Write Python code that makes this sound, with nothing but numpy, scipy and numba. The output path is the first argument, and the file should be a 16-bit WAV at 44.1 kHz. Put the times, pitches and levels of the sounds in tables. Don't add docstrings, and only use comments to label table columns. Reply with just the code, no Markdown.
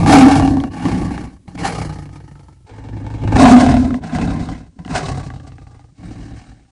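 import sys
import numpy as np
from scipy import signal
from scipy.io import wavfile
from scipy.ndimage import uniform_filter1d
from numba import njit

SR = 44100
rng = np.random.default_rng(int(sys.argv[2]) if len(sys.argv) > 2 else 0)


def unload_audio(sound):
    columns = np.transpose(np.atleast_2d(sound))
    steps = np.round(np.clip(columns, -1, 1) * 32767)
    wavfile.write(sys.argv[1], SR, steps.astype(np.int16))


N = 297895

# at_s, level_db, brightness_db [re level_db]
POPS = [(0.062, -5, -5), (0.225, -21, 14), (0.283, -15, 1), (0.355, -10, -13), (0.398, -4.5, -25),
        (0.424, -9, -23), (0.45, -13, -20), (0.477, -9.5, -12), (0.507, -41, 0), (0.57, -14.5, -13),
        (0.602, -26.5, 7), (0.638, -14.5, -1), (0.853, -22.5, 10), (0.885, -14.5, -18), (0.916, -31, -6),
        (1.015, -32, -8), (1.108, -22, -14), (1.178, -21.5, 0), (1.479, -33, 0.5), (1.516, -36, -15),
        (1.552, -40, 12), (1.577, -31, 6), (1.652, -21, -24), (1.893, -51, -1), (1.924, -48, -2),
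        (1.957, -39, -11), (1.987, -32, 1), (2.022, -44, -6), (2.056, -45, 9), (2.091, -53, 19),
        (2.128, -54, -5), (2.202, -57, 17), (2.24, -61, -5), (2.278, -50, 12), (2.313, -45, 11),
        (2.354, -46, 9), (2.394, -52, 12), (2.484, -39.5, -14), (2.84, -44, 2), (2.887, -36, 4),
        (3.066, -25, -6), (3.103, -29, -11), (3.14, -27, -6), (3.237, -34.5, -12), (3.276, -19.5, 6),
        (3.322, -24, -18), (3.358, -21, -16.5), (3.535, -28, 4.5), (3.6, -26, -5), (3.664, -6, -8),
        (3.688, -20, -8), (3.712, -31, -28), (3.741, -5.5, -20), (3.768, -14, -2), (3.845, -33, -3),
        (3.906, -24, 6), (3.942, -28, 14.5), (4.149, -20.5, 11.5), (4.186, -13.5, -6.5), (4.275, -25, -33),
        (4.488, -22, 2.5), (4.79, -30, 1), (4.849, -35, 11), (4.878, -26, 4), (4.952, -10, -19.5),
        (5.174, -24, -27.5), (5.196, -43, -2), (5.231, -48, -5), (5.265, -41, -8), (5.302, -29.5, 4),
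        (5.338, -34.5, 3), (5.36, -42, -1), (5.399, -49, 20), (5.519, -50, 14.5), (5.582, -44, 11),
        (5.668, -41, 5), (5.745, -52, 0), (5.794, -37, -8.5), (5.842, -47.5, -1)]
# start_s, end_s, lag_s, pitch_scale [ratio]
REPEAT = (3.37, 5.92, 3.309, .915)
# centre_hz, width_hz
LOW = [(63, 23), (108, 58.5)]
LOWER_S = 2.655


def undb(db):
    return 10 ** (np.asarray(db) / 20)


def unit(x):
    return x / np.sqrt(uniform_filter1d(x ** 2, SR // 7) + 1e-12)


def clock():
    start_s, end_s, lag_s, _ = REPEAT
    t = np.arange(N) / SR
    repeating = (t > start_s) & (t < end_s)
    return t, repeating, t - lag_s * repeating


def curves(table):
    _, _, table_s = clock()
    s, *columns = np.transpose(table)
    return [np.interp(table_s, s, column) for column in columns]


def flicker(db, rate=25.0):
    steps = int(SR / rate)
    random_steps = np.repeat(rng.standard_normal(400), steps)
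    return undb(db * uniform_filter1d(random_steps, steps)[:N])


@njit
def resonance(x, hz, width):
    y, band, low = np.empty(len(x)), 0., 0.
    for i in range(len(x)):
        g, damping = np.tan(np.pi * hz[i] / SR), width / hz[i]
        v = (band + g * (x[i] - low)) / (1 + g * (g + damping))
        band, low, y[i] = 2 * v - band, low + 2 * g * v, damping * v
    return y


def steep(x, hz, width):
    return resonance(resonance(x, hz, width), hz, width)


def faint_hiss():
    return undb(-64.5) * rng.standard_normal(N)


def posture():
    # start_s, belly_db, chest_db,
    # windpipe_db [these three re the level below the throat], sink_db_per_s [windpipe to belly], nose_db,
    # mouth_db, breath_db [these three re the level above the throat], dulling_db_per_s [breath to mouth],
    # windpipe_hz, throat_hz, mouth_hz, tongue_hz [centres before drift and pitch scaling],
    # mouth_glide_share_per_s [the tongue too], sag_share_per_s [chest and windpipe],
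    # flaps_per_s [at the start], slowing_flaps_per_s2
    postures = [(0, -5, 1.5, 0.5, 5, -3.5, 3.5, -10.5, 1.5, 163.4, 264.6, 799.5, 1180, -0.07, 0.38, 32.7, -0.5),
                (0.714, -8.5, -2.5, 3, 12, -7.5, 1, -12.5, -4, 177.1, 260.6, 827, 1145, -0.032, 0.061, 36, 7.5),
                (1.465, -5, -3, -1.5, -8.5, -6, -3.2, -6, 12, 173.5, 282.8, 813, 1109, -0.073, 0.025, 32, -41),
                (1.72, -7.5, -4.5, -3, 2, -1.5, -0.5, -8, 0, 154, 297.4, 806, 1215, 0.11, 0.2, 33, 10.5),
                (2.664, -5, -0.5, -13.5, -0.5, 4.5, 3, -10.5, 3, 164.4, 278, 880, 1247, -0.036, 0.01, 24, -2.5),
                (5.916, -4.5, -1.5, -4.5, 6.5, -8.5, 0, -5, 0, 163.3, 271, 762, 1103, 0.035, 0.038, 40, 5)]
    flap_shares = [.4, .45, .3, .7, .5, .45]
    snout_levels = [-3.5, -3.5, -3, -4, -2.5, -2]
    tongue_levels = [8.2, 5.1, 7.1, 8.9, 2.3, 0.75]
    hum_shares = [.3, .2, .25, .6, .7, .25]
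    _, _, table_s = clock()
    settings = np.column_stack([postures, flap_shares, snout_levels, tongue_levels, hum_shares])
    call = np.searchsorted(np.array(postures)[1:, 0], table_s)
    (start_s, belly, chest, pipe, sink, nose_db, mouth_db, breath_db, dulling,
     pipe_hz, throat_hz, mouth_hz, tongue_hz, glide, sag, flaps, slowing,
     share, snout_db, tongue_db, humming) = settings[call].T
    since = table_s - start_s
    below = (belly + sink * since, chest, pipe - sink * since)
    above = (nose_db, mouth_db + dulling * since, snout_db, breath_db - dulling * since, tongue_db, humming)
    gliding, sagging = 1 + glide * since, 1 - sag * since
    centres = (mouth_hz * gliding, tongue_hz * gliding, pipe_hz * sagging, throat_hz, LOW[1][0] * sagging)
    ease_samples = int(.04 * SR)
    return [[uniform_filter1d(x, ease_samples) for x in group]
            for group in (below, above, centres, (flaps - slowing * since, share))]


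def folds(rate, share):
    jitter, scatter_db, hard_db = .07, 3.0, 2.5
    puff_s, leak, gating, closing = .016, .4, .68, .9
    clicks, hard, s = np.zeros(N), np.array(POPS)[:, 0], 0.
    for late, size in rng.standard_normal((400, 2)):
        period = np.clip(1 + jitter * late, .5, 2) / rate[int(s * SR)]
        near = hard[(hard > s) & (hard < s + 1.5 * period)]
        s = near[0] if len(near) else s + period
        if s * SR >= N:
            break
        clicks[int(s * SR)] = undb(hard_db if len(near) else scatter_db * size)
    share = np.clip(share, 0, 1)
    after = signal.lfilter([1], [1, -np.exp(-1 / (puff_s * SR))], clicks)
    ahead = SR // 120
    coming = np.convolve(clicks > 0, np.ones(ahead))[ahead - 1:] - (clicks > 0)
    shut = 1 - closing * share ** 2 * np.clip(coming, 0, 1)
    gated = gating * share * uniform_filter1d(after, SR // 500)
    steady = leak * (1.1 - gating * share)
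    return clicks, shut * (gated + steady), share


def breath(puffs, pitch):
    # centre_hz, width_hz, level_db
    breath_bands = [(4100, 270, 23.5), (4900, 3700, 18.5), (6600, 2400, -17), (9920, 12000, 7)]
    hiss = unit(uniform_filter1d(puffs, SR // 90) * rng.standard_normal(N))
    return sum((-1) ** k * undb(db) * resonance(hiss * flicker(3.5, 45.), hz * pitch, width)
               for k, (hz, width, db) in enumerate(breath_bands))


def hum(hz, rough, share):
    pitch_waver = flicker(20 * np.log10(1 + .045), 12.)
    tone = np.sin(2 * np.pi * np.cumsum(hz * pitch_waver) / SR) * flicker(2.5, 18.)
    return np.sqrt(2 * share) * tone + np.sqrt(1 - share) * unit(rough)


def low_body(drive, thump, air, chest_hz, pipe_hz, pitch, humming):
    (belly_centre, belly_width), (_, chest_width) = LOW
    belly_hz = belly_centre * pitch
    belly = hum(belly_hz, steep(drive, belly_hz, belly_width), humming)
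    chest = hum(chest_hz, steep(thump, chest_hz, chest_width), humming)
    pipe = hum(pipe_hz, steep(thump, pipe_hz, 35.0), humming)
    rumble = unit(steep(air, np.full(N, 38.), 40.))
    return unit(belly) + undb(-8.0) * rumble, chest, pipe


def nose(drive, mouth_hz):
    return steep(drive * flicker(2.7), 0.5216 * mouth_hz, 150.0)


def mouth(drive, soft, mouth_hz):
    main = unit(resonance((soft + drive) * flicker(1.5), mouth_hz, 60.))
    lower = unit(steep(soft * flicker(2.5), .84 * mouth_hz, 200.))
    return main - undb(-9) * lower


def snout(drive, tongue_hz, tongue_db, pitch):
    # centre_hz, width_hz, level_db
    snout_bands = [(1524, 54, -11), (1800, 156, -3), (2211, 196, -2.5), (2858, 120, -6), (3155, 550, -11.5),
                   (4055, 250, -24)]
    wobble_db = 2.5
    upper = sum((-1) ** k * undb(db) * resonance(drive * flicker(wobble_db), hz * pitch, width)
                for k, (hz, width, db) in enumerate(snout_bands))
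    tongue = undb(tongue_db) * resonance(drive * flicker(wobble_db), tongue_hz, 59.0)
    between = undb(-5.0) * steep(drive * flicker(wobble_db), 1370 * pitch, 660.0)
    return upper - tongue + between


def pops(mouth_hz, tongue_hz, pitch):
    spit_tail_s = 0.0021
    dull, bright = np.zeros(N), np.zeros(N)
    s, level_db, bright_db = np.transpose(POPS)
    at = (s * SR).astype(int)
    dull[at], bright[at] = undb(level_db), undb(level_db + bright_db)
    spit_envelope = signal.lfilter([1], [1, -np.exp(-1 / (spit_tail_s * SR))], bright)
    spit = spit_envelope * rng.standard_normal(N)
    throat_ring = undb(20.0) * steep(dull, 262.0 * pitch, 220.)
    mouth_ring = undb(41.0) * resonance(dull, mouth_hz, 42.0)
    snout_ring = undb(19.0) * snout(bright + undb(-11.0) * spit, tongue_hz, 1.9, pitch)
    open_spit = undb(-21.0) * resonance(spit, 2600 * pitch, 3000.0)
    return throat_ring + mouth_ring + snout_ring + open_spit


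def sung(puffs, pitch):
    # at_s, pitch_hz, throb_depth [0-1]
    sung_curve = [(0.06, 266.3, .5), (0.094, 297.5, 1), (0.16, 282.3, 1), (0.19, 255.4, 0.8),
                  (0.262, 272, 0.6), (0.31, 278, .7), (0.398, 281, 0.8), (0.502, 276, 0.99),
                  (0.7, 270.2, 1)]
    hz, throb = curves(sung_curve)
    first_s, last_s = sung_curve[0][0], sung_curve[-1][0]
    inside, = curves([(first_s, 0), (first_s + 0.025, 1), (last_s - .02, 1), (last_s, 0)])
    waver = unit(resonance(rng.standard_normal(N), np.full(N, 18.0), 21.0))
    beat = unit(uniform_filter1d(puffs, SR // 120)) ** np.clip(throb, 0, 1)
    tone = np.sin(2 * np.pi * np.cumsum(pitch * hz + 12.0 * waver) / SR)
    return np.sqrt(2) * tone * unit(beat), inside * .68


def throat(drive, puffs, throat_hz, late_pitch, repeat_pitch):
    tone, clear = sung(puffs, repeat_pitch)
    hoarse = unit(steep(drive, throat_hz, 62.0)) + undb(-5.0) * unit(steep(drive, 285 * late_pitch, 82.0))
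    return np.sqrt(clear) * tone + np.sqrt(1 - clear) * unit(hoarse)


def lion():
    # at_s, throat_db, below_throat_db, above_throat_db [levels before the body's own offsets]
    effort = [
        [(0.0, -24, -15, -23.5), (0.058, -16, -15.5, -31.5), (0.08, -8, -16, -15), (0.14, -2, -13.5, -10),
         (0.275, 1, -19, -18.5), (0.292, -12.5, -23, -18.5), (0.32, -5, -25, -18), (0.338, -11, -21, -20.5),
         (0.386, -9, -15, -23), (0.602, -15.5, -25.5, -39), (0.682, -21.5, -34, -43), (0.7, -33, -30, -58)],
        [(0.72, -29, -30, -37), (0.756, -32, -34, -37), (0.834, -22, -28.5, -32), (0.85, -16.5, -20.5, -28),
         (1.014, -21, -20, -32.5), (1.23, -29, -29, -39), (1.374, -48.5, -44.5, -58), (1.39, -54, -46, -74),
         (1.448, -58, -56, -71), (1.46, -42, -52, -69)],
        [(1.47, -52, -57, -68), (1.48, -39, -31.5, -46.5), (1.542, -46, -39.5, -58), (1.554, -27.5, -34, -40),
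         (1.566, -52, -32, -53), (1.594, -26, -31, -30), (1.628, -21, -21, -30), (1.652, -32, -24.5, -18.5),
         (1.71, -28, -31, -30), (1.74, -46, -25, -30)],
        [(1.76, -34, -27, -27.5), (1.79, -30, -20.5, -30.5), (2.126, -43.5, -33.5, -53),
         (2.16, -42, -35.5, -46.5), (2.266, -49.5, -35.5, -57.5), (2.28, -45, -47, -52.5),
         (2.304, -51, -36, -54.5), (2.498, -52.5, -41, -56), (2.624, -62.5, -47, -73), (2.66, -67, -38, -69.5)],
        [(2.67, -58, -61.5, -49.5), (2.72, -44, -38.5, -50), (2.972, -33, -25.5, -49),
         (3.098, -33, -26.5, -46.5), (3.2, -34.5, -24, -44.5), (3.238, -22, -19, -40.5),
         (3.262, -23.5, -16.5, -45), (3.278, -24.5, -14.5, -37), (3.302, -28, -13.5, -38.5),
         (3.326, -17, -22, -30), (3.344, -26, -11, -31), (3.37, -5, -9.5, -16)],
        [(5.93, -63, -44.5, -77), (5.974, -56, -59, -62), (5.992, -45, -40, -55), (6.056, -35.5, -31.5, -48),
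         (6.338, -38, -33.5, -50), (6.38, -44.5, -32.5, -48), (6.438, -49, -51, -53), (6.484, -43.5, -38, -52),
         (6.668, -60.5, -55.5, -68.5), (6.72, -63, -64, -63.5)],
    ]
    throat_db, below_db, above_db = curves(np.vstack(effort))
    below, above, centres, flaps = posture()
    belly_db, chest_db, pipe_db = (below_db + db for db in below)
    nose_db, mouth_db, snout_db, breath_db = (above_db + db for db in above[:4])
    tongue_db, humming = above[4:]
    t, repeating, _ = clock()
    repeat_pitch = np.where(repeating, REPEAT[3], 1.)
    late_pitch = np.where(t > LOWER_S, REPEAT[3], 1.)
    mouth_hz, tongue_hz, pipe_hz, throat_hz, chest_hz = (repeat_pitch * hz for hz in centres)

    clicks, puffs, share = folds(*flaps)
    flapping = share * unit(clicks)
    air = unit(puffs * rng.standard_normal(N))
    drive = flapping + np.sqrt(1 - share ** 2) * air
    soft = .4 * flapping + air
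    thump = drive + flapping

    belly, chest, pipe = low_body(drive, thump, air, chest_hz, pipe_hz, late_pitch, humming)
    parts = [(belly_db, belly), (chest_db, chest), (pipe_db, pipe),
             (nose_db, nose(drive, mouth_hz)), (mouth_db, mouth(drive, soft, mouth_hz)),
             (snout_db, snout(soft, tongue_hz, tongue_db, repeat_pitch)),
             (breath_db, breath(puffs, late_pitch))]
    voice = undb(throat_db) * throat(drive, puffs, throat_hz, late_pitch, repeat_pitch)
    voice = voice + sum(undb(db) * unit(part) for db, part in parts)
    voice = voice + pops(mouth_hz, tongue_hz, repeat_pitch)
    return voice - 0.33 * resonance(voice, 3500 * repeat_pitch, 340.0)


def scene():
    early_ceiling_hz, late_ceiling_hz, end_s = 10700, 9400, 6.71
    t, _, _ = clock()
    voice = lion() + faint_hiss()
    early, late = (signal.sosfilt(signal.ellip(10, .3, 80, hz, fs=SR, output="sos"), voice)
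                   for hz in (early_ceiling_hz, late_ceiling_hz))
    fade = np.clip((end_s - t) / 0.004, 0, 1)
    return np.tile(np.where(t < LOWER_S, early, late) * fade, (2, 1))


def record(dry):
    knee, top_hz = 8.0, 15700
    clipped = .97 * dry / (1 + np.abs(dry) ** knee) ** (1 / knee)
    return signal.sosfilt(signal.ellip(8, .2, 70, top_hz, fs=SR, output="sos"), clipped)


dry = scene()
out = record(dry)
unload_audio(out)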